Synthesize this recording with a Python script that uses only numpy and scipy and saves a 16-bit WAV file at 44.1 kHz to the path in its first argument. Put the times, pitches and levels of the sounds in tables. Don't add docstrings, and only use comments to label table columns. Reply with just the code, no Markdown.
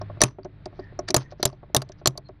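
import sys
import numpy as np
from scipy import signal
from scipy.fft import rfft, irfft, next_fast_len
from scipy.io import wavfile
from scipy.ndimage import uniform_filter1d, map_coordinates

SR = 44100
rng = np.random.default_rng(int(sys.argv[2]) if len(sys.argv) > 2 else 0)


def output_pcm(signal):
    pcm = np.clip(np.atleast_2d(signal).T, -1, 1) * 32767
    wavfile.write(sys.argv[1], SR, np.round(pcm).astype(np.int16))


N = 105840
T = np.arange(SR // 3) / SR


def amp(db):
    return 10 ** (np.asarray(db) / 20)


def unit(x):
    return x / np.sqrt(np.mean(x ** 2) + 1e-20)


def along(points, hz):
    f, v = np.transpose(points)
    return np.interp(np.log(hz + 1), np.log(f + 1), v)


def filtered(x, response):
    m = next_fast_len(len(x) + 4096)
    spectrum = rfft(x, m) * response(np.fft.rfftfreq(m, 1 / SR))
    return irfft(spectrum, m)[:len(x)]


def noise(colour, size):
    return unit(filtered(rng.standard_normal(size), lambda hz: amp(along(colour, hz))))


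def add(track, s, sound):
    i = max(0, round(s * SR))
    track[i:i + len(sound)] += sound[:N - i]


def fade(attack_s, t60):
    return (1 - np.exp(-T / attack_s)) * amp(-60 * T / t60)


def dull(x, edge_hz):
    return signal.sosfilt(signal.butter(8, min(edge_hz, .45 * SR), fs=SR, output="sos"), x)


def wobble(t, rate):
    return map_coordinates(rng.standard_normal(200), [t * rate], mode="wrap")


# pitch_hz, level_db (rms)
HUM = [(51.5, -56.5), (102.5, -48.5), (154, -62), (205, -70.5), (301, -66.5)]
# time_s, gain_db
HUM_LEVEL = [(0, 11), (.17, 7.5), (.32, -4.5), (.6, -5.5), (.95, -2.5), (1.15, -3.5), (1.5, -7.5),
             (1.9, -6.5), (2.4, -16)]
HUM_WAVER_DB = 1


def hum():
    t = np.arange(N) / SR
    lines = []
    for hz, db in HUM:
        level = np.sqrt(2) * amp(db + HUM_WAVER_DB * wobble(t, 1.5))
        lines.append(level * np.sin(2 * np.pi * hz * t + 0.07 * wobble(t, 1.0)))
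    lines[1] = lines[1] * amp(np.interp(t, *np.transpose(HUM_LEVEL)))
    return sum(lines)


# time_s, level_db (rms)
AIR_LEVEL = [(0, -43.5), (.17, -43), (.36, -57), (.62, -48.5), (.95, -46.5), (1.28, -50.5), (1.5, -52.5),
             (1.95, -51), (2.4, -54.5)]
# frequency_hz, relative_level_db (per Hz)
AIR = [(20, 0.5), (50, -1), (130, 8), (250, -9.5), (700, -18), (1100, -21), (2000, -22), (3000, -31.5),
       (3900, -30.5), (4800, -39.5), (6500, -61), (16000, -65.5)]


def air():
    t = np.arange(N) / SR
    return amp(np.interp(t, *np.transpose(AIR_LEVEL))) * noise(AIR, N)


GRAIN_DB, GRAIN_S = -0.5, 0.00031
PEAK_DB, PEAK_WIDTH_HZ = 12, 180


def grit(colour, envelope, resonances_hz=()):
    knots = np.clip(rng.standard_normal(2000), -1.5, 1.5)
    sizes = amp(GRAIN_DB * np.interp(T / GRAIN_S, np.arange(len(knots)), knots))

    def response(hz):
        lift_db = sum(PEAK_DB / (1 + ((hz - centre) / PEAK_WIDTH_HZ) ** 2) for centre in resonances_hz)
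        return amp(along(colour, hz) + lift_db)

    burst = envelope * filtered(sizes * rng.standard_normal(len(T)), response)
    return burst * np.linalg.norm(envelope) / np.linalg.norm(burst)


RATTLE_PER_S, RATTLE_SPREAD_DB, RATTLE_CONTACT_T60 = 400, 4, .013


def rattling():
    touches = rng.random(len(T)) < RATTLE_PER_S / SR
    contacts = touches * amp(RATTLE_SPREAD_DB * rng.uniform(-1, 1, len(T)))
    return unit(signal.fftconvolve(contacts, fade(.0002, RATTLE_CONTACT_T60))[:len(T)])


# start_s, gain_db, lower_edge_hz, treble_edge_hz, strongest_hz
TICKS = [(.014, -35, 2800, 6000, 5580), (0.206, -17, 2064, 8200, 4400), (0.2211, -11.5, 1000, 8200, 5900),
         (0.285, -51, 922, 5500, 4000), (0.431, -48, 1010, 5070, 4750), (.446, -45, 1470, 6800, 5900),
         (0.656, -33, 1500, 8950, 4910), (0.794, -40.5, 4000, 5110, 4800), (.990, -24.5, 5200, 7480, 5850),
         (1.0846, -19, 1500, 8800, 4570), (1.104, -16, 2000, 10100, 5950), (1.22, -47.5, 900, 6130, 4290),
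         (1.4024, -45, 2000, 6200, 5900), (1.437, -31.5, 3000, 6420, 4400), (1.4591, -24, 1500, 6800, 6200),
         (1.4742, -30.5, 3470, 6500, 5200), (1.527, -48, 3540, 5070, 4520), (1.754, -32, 3500, 6760, 5960),
         (1.7738, -37, 1500, 10000, 5840), (1.782, -41, 1500, 6340, 3600), (1.8183, -25, 1400, 11300, 4660),
         (1.889, -43.5, 2000, 8260, 4070), (1.9186, -40, 1520, 6800, 5940),
         (2.0775, -21.5, 2000, 8800, 6400), (2.175, -25.5, 3530, 11300, 4570),
         (2.286, -52, 997, 6930, 4050)]
# frequency_hz, relative_level_db (per Hz)
TICK_COLOUR = [(200, -9.5), (1400, 5.5), (2800, -4.5), (4500, 2.5), (6000, 0), (8000, -12.5), (15000, -1)]
# frequency_hz, relative_level_db (per Hz)
RATTLE_COLOUR = [(300, -9.5), (1100, 17), (1600, 2), (2600, -0.5), (4000, -5), (6000, 0.5), (7200, -22),
                 (10000, -24.5), (15000, -55)]
TICK_RATTLE_DB, TICK_RATTLE_T60 = -19, 0.045


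def ticks():
    out = np.zeros(N)
    for s, db, low_hz, edge_hz, peak_hz in TICKS:
        tick = amp(10) * grit(TICK_COLOUR, fade(0.0028, .016), [peak_hz])
        shiver = grit(RATTLE_COLOUR, rattling() * fade(0.0023, TICK_RATTLE_T60), [peak_hz])
        tick = tick + amp(TICK_RATTLE_DB) * shiver
        thin = signal.sosfilt(signal.butter(7, low_hz, "high", fs=SR, output="sos"), tick)
        add(out, s, amp(db) * dull(thin, edge_hz))
    return out


STEEL_DETUNE, BODY_DETUNE, BOW_DETUNE = .003, .02, .025


def ring(modes, scatter_db, attack_s, detune=STEEL_DETUNE):
    chance = np.clip(rng.standard_normal((len(modes), 2)), -1.5, 1.5)
    total = np.zeros(len(T))
    for (hz, db, t60), (level_chance, pitch_chance) in zip(modes, chance):
        tone = np.sin(2 * np.pi * hz * (1 + detune * pitch_chance) * T)
        total += amp(db + scatter_db * level_chance) * fade(attack_s, t60) * tone
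    return total


# pitch_hz, relative_level_db, t60_s
BODY = [(223, -4, 0.06), (286, -9.5, 0.19), (369.8, 0, .085), (393.5, -12, 0.17), (500, -11, 0.013),
        (608, 2, .06), (682, 0, 0.051), (824, -8, 0.049), (961, -9, 0.031), (1077, -4.5, 0.044)]
# frequency_hz, relative_level_db (per Hz)
KNOCK_COLOUR = [(40, -1.5), (130, -7.5), (400, -1), (700, -9.5), (1100, -12.5), (1500, -16.5),
                (3000, -32.5), (8000, -61)]
TAP_FOCUS = .35


def knock(centre_hz, focus_db):
    def loss_db(hz):
        return focus_db * np.minimum(np.log2(hz / centre_hz) ** 2, 2)

    modes = [(hz, db - loss_db(hz), t60) for hz, db, t60 in BODY]
    tap = noise([(hz, db - TAP_FOCUS * loss_db(hz)) for hz, db in KNOCK_COLOUR], len(T))
    hollow = ring(modes, scatter_db=1, attack_s=0.00071, detune=BODY_DETUNE)
    return amp(-6) * hollow + amp(-7) * tap * fade(.002, 0.04)


# start_s, gain_db, strongest_hz
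KNOCKS = [(.014, -21.5, 790), (.099, -27.5, 780), (0.172, -34.5, 720), (.207, -17, 580),
          (.2225, -10.5, 620), (0.386, -27, 400), (0.4503, -27.5, 450), (0.456, -27, 430), (0.66, -24, 560),
          (.728, -39, 620), (.792, -22, 359), (.923, -38, 361), (0.9908, -17, 590), (1.029, -41, 520),
          (1.087, -29, 390), (1.102, -18, 330), (1.3224, -30, 660), (1.398, -27.5, 380),
          (1.455, -17.5, 580), (1.529, -36, 530), (1.631, -33.5, 700), (1.699, -43, 450), (1.754, -15, 970),
          (1.8193, -28, 720), (1.897, -32.5, 500), (2.015, -35.5, 580), (2.155, -37, 700),
          (2.178, -28, 650), (2.2916, -30, 480)]


def knocks():
    out = np.zeros(N)
    for s, db, centre_hz in KNOCKS:
        add(out, s, amp(db) * knock(centre_hz, focus_db=7.5))
    return out


# frequency_hz, gain_db
ROOM_COLOUR = [(60, -2), (300, 0.5), (1100, 11), (2500, -17.5), (6000, -30.5), (7500, -16.5), (15000, -35)]
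# frequency_hz, t60_s
ROOM_T60 = [(100, 0.75), (700, 0.17), (3000, 0.056), (7000, .15), (14000, 0.17)]
ROOM_DB, ROOM_DELAY_S = -28.5, 0.0029


def room(x):
    hz, t, z = signal.stft(rng.standard_normal(SR // 2), SR, nperseg=256)
    decay = amp(-60 * t / along(ROOM_T60, hz)[:, None])
    tail = signal.istft(z * decay, SR, nperseg=256)[1]
    tail = np.pad(tail / np.linalg.norm(tail), (round(ROOM_DELAY_S * SR), 0))
    return filtered(signal.fftconvolve(x, tail)[:N], lambda hz: amp(along(ROOM_COLOUR, hz)))


# start_s, click_gain_db, knock_gain_db,
# treble_edge_hz, ring_gain_db (under the click), lower_resonance_hz, upper_resonance_hz,
# chatter_gain_db (under the click)
CATCHES = [(0.2162, -5, -8.5, 10160, -4.5, 5850, 9400, -12),
           (1.1437, -10.5, -7.5, 15400, -7, 4550, 8100, 1),
           (1.4285, -12.5, -17, 12000, -15, 4300, 5700, -1),
           (1.747, -10.5, -10.5, 15600, -10, 3750, 6100, -22),
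           (2.058, -9.5, -14, 9360, -10, 4400, 8200, -7.5)]
# frequency_hz, relative_level_db (per Hz)
CATCH_COLOUR = [(100, -10), (600, 10), (1100, 4.5), (1700, -7.5), (2800, -6.5), (4200, 4), (6500, -6),
                (10000, -2), (16000, -8.5)]
# pitch_hz, relative_level_db, t60_s
STEEL = [(1793, -1, 0.023), (1950, -11, 0.012), (4100, -8, .035), (4350, -8, .035), (5000, -16, 0.037),
         (6050, -7.5, 0.022), (5900, 5, 0.035), (7100, -12.5, .035), (6760, -11, .025),
         (7500, -16.5, 0.027), (8820, -7.5, 0.035), (12200, -20, 0.012), (11200, -14.5, 0.019)]
CHATTER_S, CHATTER_LOSS_DB = .003, 8
CHATTER_ATTACK_S, CHATTER_T60 = .0003, .005


def catches():
    out = np.zeros(N)
    for s, click_db, knock_db, edge_hz, ring_db, *resonances_hz, chatter_db in CATCHES:
        crack_envelope = amp(9) * fade(0.0008, 0.0067) + amp(-2) * fade(0.003, 0.013)
        crack = grit(CATCH_COLOUR, crack_envelope, resonances_hz)
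        ringing = amp(ring_db) * ring(STEEL, scatter_db=2, attack_s=.0003)
        add(out, s, amp(click_db) * dull(crack + ringing, edge_hz))
        for k, slip in enumerate(rng.uniform(-0.17, 0.15, size=3)):
            chatter = amp(8.5) * grit(CATCH_COLOUR, fade(CHATTER_ATTACK_S, CHATTER_T60), resonances_hz)
            bounce_db = click_db + chatter_db - CHATTER_LOSS_DB * k
            add(out, s + CHATTER_S * (k + 1 + slip), amp(bounce_db) * dull(chatter, edge_hz=6100))
        add(out, s, amp(knock_db) * knock(centre_hz=694, focus_db=8.5))
    return out


# start_s, click_gain_db, thump_gain_db, treble_edge_hz,
# lower_resonance_hz, upper_resonance_hz, rattle_gain_db (under the click)
SNAPS = [(0.2349, -9.5, -17, 10900, 2500, 6370, -15.5), (1.1635, -11.5, -18, 13200, 6650, 7380, -14),
         (1.4526, -11, -21.5, 12800, 3900, 7300, -23), (1.7634, -10.5, -17.5, 12980, 3720, 8820, -25),
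         (2.0718, -9.5, -19.5, 13500, 4300, 7200, -32.5)]
# frequency_hz, relative_level_db (per Hz)
SNAP_COLOUR = [(100, -2), (600, 4), (1400, -7), (2300, -8.5), (3800, -5), (7000, -5), (10000, -8.5),
               (13000, -5.5), (16000, -27)]
# pitch_hz, relative_level_db, t60_s
BOW = [(3180, -31, .1), (5150, -35, 0.075), (5960, -29, 0.15), (7780, -39.5, .08), (9520, -26.5, .09),
       (10370, -36.5, .08)]
# pitch_hz, relative_level_db, t60_s
TABLE = [(58.47, -19.5, 0.046), (100, -5.5, .07), (129.4, 0.5, 0.16), (165, -2, 0.055), (216, -8, 0.082),
         (297.7, -14, .13)]
BOW_DB = 14
RATTLE_T60, THUMP_DELAY_S = 0.13, .0025


def snaps():
    out = np.zeros(N)
    for s, click_db, thump_db, edge_hz, *resonances_hz, rattle_db in SNAPS:
        crack = amp(18.5) * grit(SNAP_COLOUR, fade(0.0024, .026) ** 2, resonances_hz)
        rattle = amp(rattle_db) * grit(RATTLE_COLOUR, rattling() * fade(0.0038, RATTLE_T60))
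        singing = amp(rattle_db + BOW_DB) * ring(BOW, scatter_db=1.5, attack_s=.001, detune=BOW_DETUNE)
        add(out, s, amp(click_db) * dull(crack + rattle + singing, edge_hz))
        table = ring(TABLE, scatter_db=0.5, attack_s=0.0016, detune=BODY_DETUNE)
        thump = table + amp(-5) * knock(centre_hz=644, focus_db=3)
        add(out, s + THUMP_DELAY_S, amp(thump_db) * thump)
    return out


def swell(middle_s, half_width_s, db):
    t = np.arange(N) / SR
    return amp(db) * np.exp(-.5 * ((t - middle_s) / half_width_s) ** 2)


# middle_s, half_width_s, peak_level_db
SCRAPES = [(.80, 0.037, -67.5), (1.09, 0.0054, -34.5), (1.214, 0.014, -48), (1.318, 0.0078, -52.5),
           (1.409, 0.015, -58.5), (1.995, 0.0092, -63.5)]


def scrapes():
    grain = amp(4.5 * unit(uniform_filter1d(rng.standard_normal(N), size=50)))
    friction = unit(dull(grain * noise(TICK_COLOUR, N), edge_hz=5700))
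    return friction * sum(swell(*row) for row in SCRAPES)


# middle_s, half_width_s, peak_level_db, pitch_hz
NARROW_BANDS = [(.86, 0.042, -55.5, 1806), (1.088, 0.0051, -42, 1750), (1.265, 0.025, -59.5, 1852),
                (2.265, 0.01, -62, 4210)]
BAND_WIDTH_HZ = 90


def narrow_bands():
    out = np.zeros(N)
    for *row, pitch_hz in NARROW_BANDS:
        response = lambda hz: 1 / (1 + ((hz - pitch_hz) / BAND_WIDTH_HZ) ** 2)
        out += swell(*row) * unit(filtered(rng.standard_normal(N), response))
    return out


def scene():
    close = ticks() + knocks() + catches() + snaps() + scrapes() + narrow_bands()
    return (close + amp(ROOM_DB) * room(close) + hum() + air())[None]


TOP_HZ = 16800


def record(dry):
    clipped = np.clip(dry[0], -.92, .92)
    return filtered(clipped, lambda hz: np.clip((TOP_HZ - hz) / 900, 0, 1))[None]


dry = scene()
out = record(dry)
output_pcm(out)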